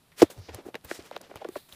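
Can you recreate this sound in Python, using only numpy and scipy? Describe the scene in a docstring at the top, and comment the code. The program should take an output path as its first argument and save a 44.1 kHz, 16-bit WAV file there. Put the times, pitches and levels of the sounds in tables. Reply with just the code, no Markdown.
"""Someone walks in flip-flops over dry, gritty ground with patches of grass.
First a sole scuffs the ground, then its rubber slaps once loudly against the heel, with a dull thud.
After that it keeps popping softly as it flexes under the foot, while the soles rub over earth, grit
and grass, small stones and stalks snap, and the footfalls thud. The walk ends in a soft swish of
grass. A faint hiss of still open air lies under it all."""
import sys
import numpy as np
from scipy import signal
from scipy.fft import rfft, irfft
from scipy.io import wavfile

SR = 44100
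rng = np.random.default_rng(int(sys.argv[2]) if len(sys.argv) > 2 else 0)


def pcm_store(signal):
    """Save signal as 16-bit PCM."""
    levels = np.round(np.clip(np.atleast_2d(signal), -1, 1) * 32767)
    wavfile.write(sys.argv[1], SR, levels.astype(np.int16).T)


N = 77175
T = np.arange(N) / SR  # time of each sample [s]
HZ = np.maximum(np.arange(N // 2 + 1) * SR / N, 1)  # frequency of each point in a spectrum [Hz]


def sole_pops():
    """The rubber sole meets the foot: each pop swells, drops in pitch as the rubber settles, and dies."""
    # One row per pop; a low swell curve starts snappily, a high one softly.
    # (time [s], level [dB], start pitch [Hz], end pitch [Hz], swell [s], ring [s], swell curve [power],
    # roughness [0-1])
    pops = [ (0.218, 1, 2726, 389, 0.003, 0.0019, 3.2, 0.1),
            (0.2223, 1.3, 1736, 306, 0.0074, 0.0039, 2.15, 0.033),
            (0.238, -28, 720, 664, 0.0042, 0.0037, 1.2, .1),
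            (0.3002, -39, 1400, 480, 0.0016, 0.0027, 0.89, .4),
            (0.4862, -33.5, 1590, 343, 0.0034, .004, 1.8, 0.55),
            (0.583, -44, 420, 351, 0.0049, 0.011, 1, .2), (0.6634, -33, 675, 358, 0.0037, 0.0038, 1.2, .3),
            (0.6847, -31, 890, 373.8, 0.0026, 0.0021, 2, 0.36),
            (0.744, -28, 4200, 423, 0.0017, 0.001, 0.33, 0.51),
            (0.7534, -29, 4550, 1680, 0.0017, 0.0011, 0.49, .3),
            (0.756, -30, 1510, 454, 0.0012, 0.0028, 0.68, 0.28),
            (0.9124, -25, 3450, 1530, 0.002, 0.00084, 0.36, .3),
            (0.9136, -21, 1730, 339, 0.0019, 0.0021, 0.51, 0.34),
            (0.9906, -31.5, 1390, 326, .0012, 0.0029, 1.15, 0.44),
            (1.1119, -29.5, 4280, 530, .003, 0.0021, 1.36, 0.27),
            (1.1642, -25.5, 4660, 436, .003, 0.0023, 0.61, 0.33),
            (1.3132, -36, 3220, 383, 0.00305, 0.0023, 0.59, 0.64),
            (1.3405, -42, 2410, 450, 0.0024, 0.0024, 0.31, 0.35),
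            (1.358, -28.5, 3000, 390, .0012, 0.00063, 0.48, .5),
            (1.4155, -33, 1500, 550, 0.0023, 0.0017, 1.1, 0.37),
            (1.4192, -31, 940, 783, 0.0027, 0.0042, 0.56, 0.18),
            (1.4245, -32.5, 890, 543, 0.002, 0.00117, 1, .2),
            (1.4452, -30, 4090, 325, .0055, .004, 1.25, 0.42),
            (1.4495, -32.5, 2170, 520, 0.0036, 0.0023, 0.41, 0.77),
            (1.4873, -27, 1020, 365, 0.00293, 0.0037, 2.5, .2),
            (1.5559, -33, 3050, 900, .0038, 0.00098, 0.63, 0.73),
            (1.558, -25.5, 814, 578, 0.0044, .0032, 0.52, .15),
            (1.561, -33, 451, 392, 0.0055, 0.0033, 1.1, .2), ]
    glide_share, scatter_s = 0.2984, 0.0045
    out = np.zeros(N)
    age = T[:N // 20]  # time since the pop began
    for time_s, db, start_hz, end_hz, swell_s, ring_s, curve, roughness in pops:
        glide_s = glide_share * swell_s
        cycles = end_hz * age + (start_hz - end_hz) * glide_s * (1 - np.exp(-age / glide_s))
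        rise = np.minimum(age / swell_s, 1) ** curve
        fade = np.exp(-np.maximum(age - swell_s, 0) / ring_s)
        pop = from_db(db) * rise * fade * np.sin(2 * np.pi * cycles)
        # Uneven contact smears the pop out in time and rings the hollow under the foot.
        scatter = rng.standard_normal(len(age)) * np.exp(-age / scatter_s)
        smear = signal.fftconvolve(pop, scatter / np.linalg.norm(scatter))[:len(age)]
        pop = pop + roughness * (smear + 2 * foot_hollow(pop))
        start = int(time_s * SR)
        out[start:start + len(age)] += pop
    bass_cut = signal.butter(2, 208, "high", fs=SR, output="sos")  # the pops keep little bass below about 200 Hz
    return signal.sosfilt(bass_cut, out + 1e-18)


def foot_hollow(pop):
    """The air between foot and sole rings briefly at a few pitches."""
    # The tones of this pocket of air: (pitch [Hz], width [Hz], level [dB])
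    tones = [(356, 41, -8.5), (597.7, 51, -7.5), (1430, 67, 0.5), (2358, 250, 0.5), (2730, 130, -5)]
    return sum(from_db(db) * signal.lfilter(*signal.iirpeak(hz, hz / width_hz, fs=SR), pop)
               for hz, width_hz, db in tones)


def scuffs_and_crack():
    """The sole rubs over earth, grit and grass; two short, loud bursts are the crack of its heel slap."""
    # One row per contact; those at 0.219 s and 0.226 s are the slap's crack, the rest are scuffs.
    # (peak time [s], rise [s], fall [s], rub level [dB], crunch level [dB], swish level [dB],
    # swish centre [Hz], swish half width [octaves])
    contacts = [ (0.1195, 0.0018, 0.014, -72.5, -62, -59, 2030, 0.21),
                (0.192, 0.019, .02, -61, -52.5, -48.5, 4500, 1.5),
                (0.207, 0.015, 0.019, -45, -42.5, -41.5, 3600, 1.46),
                (0.219, 0.00088, 0.0031, -39, -24, -24.5, 4840, 0.41),
                (0.226, 0.0032, 0.0062, -15.5, -30.5, -31.5, 6040, 0.9),
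                (0.264, 0.015, 0.046, -63, -61, -60.5, 3630, 0.14),
                (0.306, .005, .018, -45.5, -51, -46.5, 6920, 1),
                (0.39, 0.03, 0.021, -53.5, -65.5, -64, 4970, 1.5),
                (0.465, 0.06, 0.048, -68.5, -63, -58.5, 4750, .3),
                (0.495, 0.0093, 0.012, -43, -48.5, -79, 4500, .6),
                (0.547, 0.019, 0.027, -48, -53.5, -57.5, 5150, 0.68),
                (0.596, 0.022, 0.02, -49.5, -57, -78, 4500, 0.67),
                (0.668, 0.0193, 0.021, -45, -62.5, -60.5, 7000, 1.17),
                (0.689, 0.011, 0.0091, -50, -61.5, -65, 5000, 1.4),
                (0.754, 0.01, 0.01, -41, -47, -64, 2980, .6),
                (0.853, 0.011, 0.0098, -50.5, -54, -54.5, 7940, 1.9),
                (0.919, 0.032, 0.019, -51.5, -46, -47, 5560, 0.79),
                (0.96, 0.02, 0.03, -55, -52.5, -49.5, 5600, .8),
                (1, 0.0056, 0.02, -50, -54.5, -68, 4930, 0.48),
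                (1.066, 0.026, 0.028, -55.5, -55, -59, 5500, .9),
                (1.129, 0.012, 0.033, -53.5, -53.5, -73, 4220, 0.47),
                (1.16, 0.012, 0.013, -56.5, -55, -68, 3980, 0.68),
                (1.212, 0.0058, 0.0079, -49, -58, -83, 4980, .6),
                (1.245, 0.017, 0.04, -55, -57.5, -63.5, 4470, 0.56),
                (1.308, 0.011, 0.04, -52.5, -62, -73, 4060, 0.72),
                (1.366, 0.012, 0.033, -55.5, -53.5, -69, 5000, 2.1),
                (1.418, 0.012, 0.012, -50, -56, -68, 4500, 0.53),
                (1.46, 0.014, 0.048, -51, -61.5, -74, 4500, 0.52),
                (1.565, .06, 0.11, -85, -68.5, -58.5, 11400, 0.51),
                (1.57, 0.0091, 0.0076, -43.5, -51, -55.5, 5040, 1.25),
                (1.58, 0.0605, 0.064, -87, -74, -59, 3960, 0.23),
                (1.691, 0.0033, .011, -61.5, -57, -59.5, 8060, 0.92),
                (1.735, 0.019, .04, -60.5, -57, -55, 7020, 2.1), ]
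    # The tone colour of the dull rub: (frequency [Hz], relative level [dB])
    rub_spectrum = [(90, -33), (170, -7.5), (240, -2.5), (340, 0), (560, -1), (800, -6), (1300, -16),
                    (3000, -38), (8000, -61.5)]
    # The tone colour of the brighter crunch: (frequency [Hz], relative level [dB])
    crunch_spectrum = [(300, -24.5), (700, -7.5), (1100, -1.5), (2000, -1), (3200, -4.5), (5000, -11),
                       (9000, -25), (16000, -34.5)]
    rub = coloured(grains(), rub_spectrum)
    crunch = coloured(grains(), crunch_spectrum)
    swish_noise = grains()
    out = np.zeros(N)
    for peak_s, rise_s, fall_s, rub_db, crunch_db, swish_db, swish_hz, octaves in contacts:
        swish = hump(swish_noise, swish_hz, octaves, floor_db=-25)
        blend = from_db(rub_db) * rub + from_db(crunch_db) * crunch + from_db(swish_db) * swish
        out += swell(peak_s, rise_s, fall_s) * blend
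    return out


def grains():
    """Countless tiny contacts of uneven size click over the smooth noise of rubbing."""
    grains_per_s, spread_db, smooth_share = 3500, 2.5, 0.63
    sizes = from_db(spread_db * np.minimum(rng.exponential(1, N), 4))
    signs = rng.choice([-1, 1], N)
    touches = rng.random(N) < grains_per_s / SR
    clicks = unit_power(sizes * signs * touches)
    return clicks + smooth_share * rng.standard_normal(N)


def snaps():
    """Small stones and dry stalks snap: bright bursts that start at once and die in milliseconds."""
    # One row per snap: (time [s], level [dB], centre [Hz], half width [octaves], fall [s])
    bursts = [ (0.1878, -43, 4000, 2.6, 0.0023), (0.5462, -29.5, 7000, 2.7, .0013),
              (0.67, -48, 6900, 1.3, 0.00086), (0.7442, -36.5, 2600, 0.9, 0.00078),
              (0.7544, -32, 3280, 0.29, 0.0014), (0.8118, -52, 4430, 0.28, 0.00065),
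              (0.847, -40, 12480, 0.46, 0.0032), (1.024, -46, 5400, 0.65, .001),
              (1.0621, -49, 12260, 0.64, 0.0014), (1.1121, -41.5, 4100, 0.28, 0.00077),
              (1.1642, -37.5, 3600, 0.18, 0.0022), (1.177, -47, 4500, 0.73, .0012),
              (1.2141, -40, 5930, 3.2, 0.002), (1.3572, -39.5, 6500, 1.7, 0.0014),
              (1.3652, -37, 3100, 0.26, 0.00091), (1.3726, -41, 3200, 0.21, 0.00092),
              (1.4459, -42, 2720, 0.57, 0.0027), (1.4875, -41.5, 1340, 0.36, 0.0026),
              (1.488, -49.5, 5900, 0.93, 0.00089), (1.7244, -40.5, 3550, 0.17, 0.0028), ]
    noise = rng.standard_normal(N)
    return sum(from_db(db) * swell(time_s, 2 / SR, fall_s) * hump(noise, hz, octaves, floor_db=-21.5)
               for time_s, db, hz, octaves, fall_s in bursts)


def thuds():
    """The walker's weight lands and shifts, each time with a short, low rumble."""
    # One row per shift of weight: (peak time [s], rise [s], fall [s], level [dB])
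    footfalls = [(0.235, 0.0046, .008, -28), (0.386, 0.01, .012, -40), (0.408, 0.015, 0.018, -43.5),
                 (0.51, 0.02, 0.0233, -48.5), (0.562, 0.0236, 0.0069, -43.5), (0.669, .02, .02, -58),
                 (0.856, 0.0074, 0.0099, -47), (0.994, .006, .014, -50), (1.362, 0.005, 0.0087, -46),
                 (1.565, .005, .012, -58), (1.742, 0.0134, 0.0168, -60)]
    # The deep tone colour of a thud: (frequency [Hz], relative level [dB])
    thud_spectrum = [(20, -25.5), (45, -8.5), (72, 1.5), (105, 1), (150, -15), (300, -34), (1000, -63)]
    rumble = coloured(rng.standard_normal(N), thud_spectrum)
    phase = np.angle(signal.hilbert(rumble))  # keeps the wave's swing, drops its changes in strength
    even_rumble = coloured(np.cos(phase), thud_spectrum)
    weight = sum(from_db(db) * swell(peak_s, rise_s, fall_s) for peak_s, rise_s, fall_s, db in footfalls)
    return even_rumble * weight


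def open_air():
    """Still outdoor air makes a faint, steady hiss."""
    # The tone colour of the hiss: (frequency [Hz], relative level [dB])
    air_spectrum = [(20, -5), (60, -0.5), (160, 6.5), (300, -5), (800, -6.5), (2000, -13), (3800, -12.5),
                    (6500, -20), (12000, -16), (16000, -28.5)]
    return from_db(-63.5) * coloured(rng.standard_normal(N), air_spectrum)


def from_db(db):
    """Turn decibels into a number to multiply by."""
    return 10 ** (np.asarray(db) / 20)


def unit_power(x):
    """Scale a sound so that its average power is 1."""
    return x / np.sqrt(np.mean(x ** 2) + 1e-20)


def coloured(x, spectrum):
    """Give a steady noise the tone colour in a table, at power 1."""
    hz, db = np.transpose(spectrum)
    gain = from_db(np.interp(np.log(HZ), np.log(hz), db))
    return unit_power(irfft(rfft(x) * gain, N))


def hump(x, centre_hz, octaves, floor_db):
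    """Make one band of a noise stand out above a low floor, at power 1."""
    gain = np.exp(-.5 * (np.log2(HZ / centre_hz) / octaves) ** 2) + from_db(floor_db)
    return unit_power(irfft(rfft(x) * gain, N))


def swell(peak_s, rise_s, fall_s):
    """A loudness curve: a rounded rise to the peak, then a fading tail."""
    loss = np.where(T < peak_s, ((T - peak_s) / rise_s) ** 2, (T - peak_s) / fall_s)
    return np.exp(-np.minimum(loss, 20))


def scene():
    """The steps, close and without echo, over the outdoor hiss, in one channel."""
    return (sole_pops() + scuffs_and_crack() + snaps() + thuds() + open_air())[None]


def record(dry):
    """Clip any peak of the loud slap at full scale, then cut the highest treble steeply."""
    cutoff_hz = 15400
    treble_cut = signal.ellip(10, .2, 80, cutoff_hz, fs=SR, output="sos")
    return signal.sosfilt(treble_cut, np.clip(dry, -1, 1))


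dry = scene()
out = record(dry)
pcm_store(out)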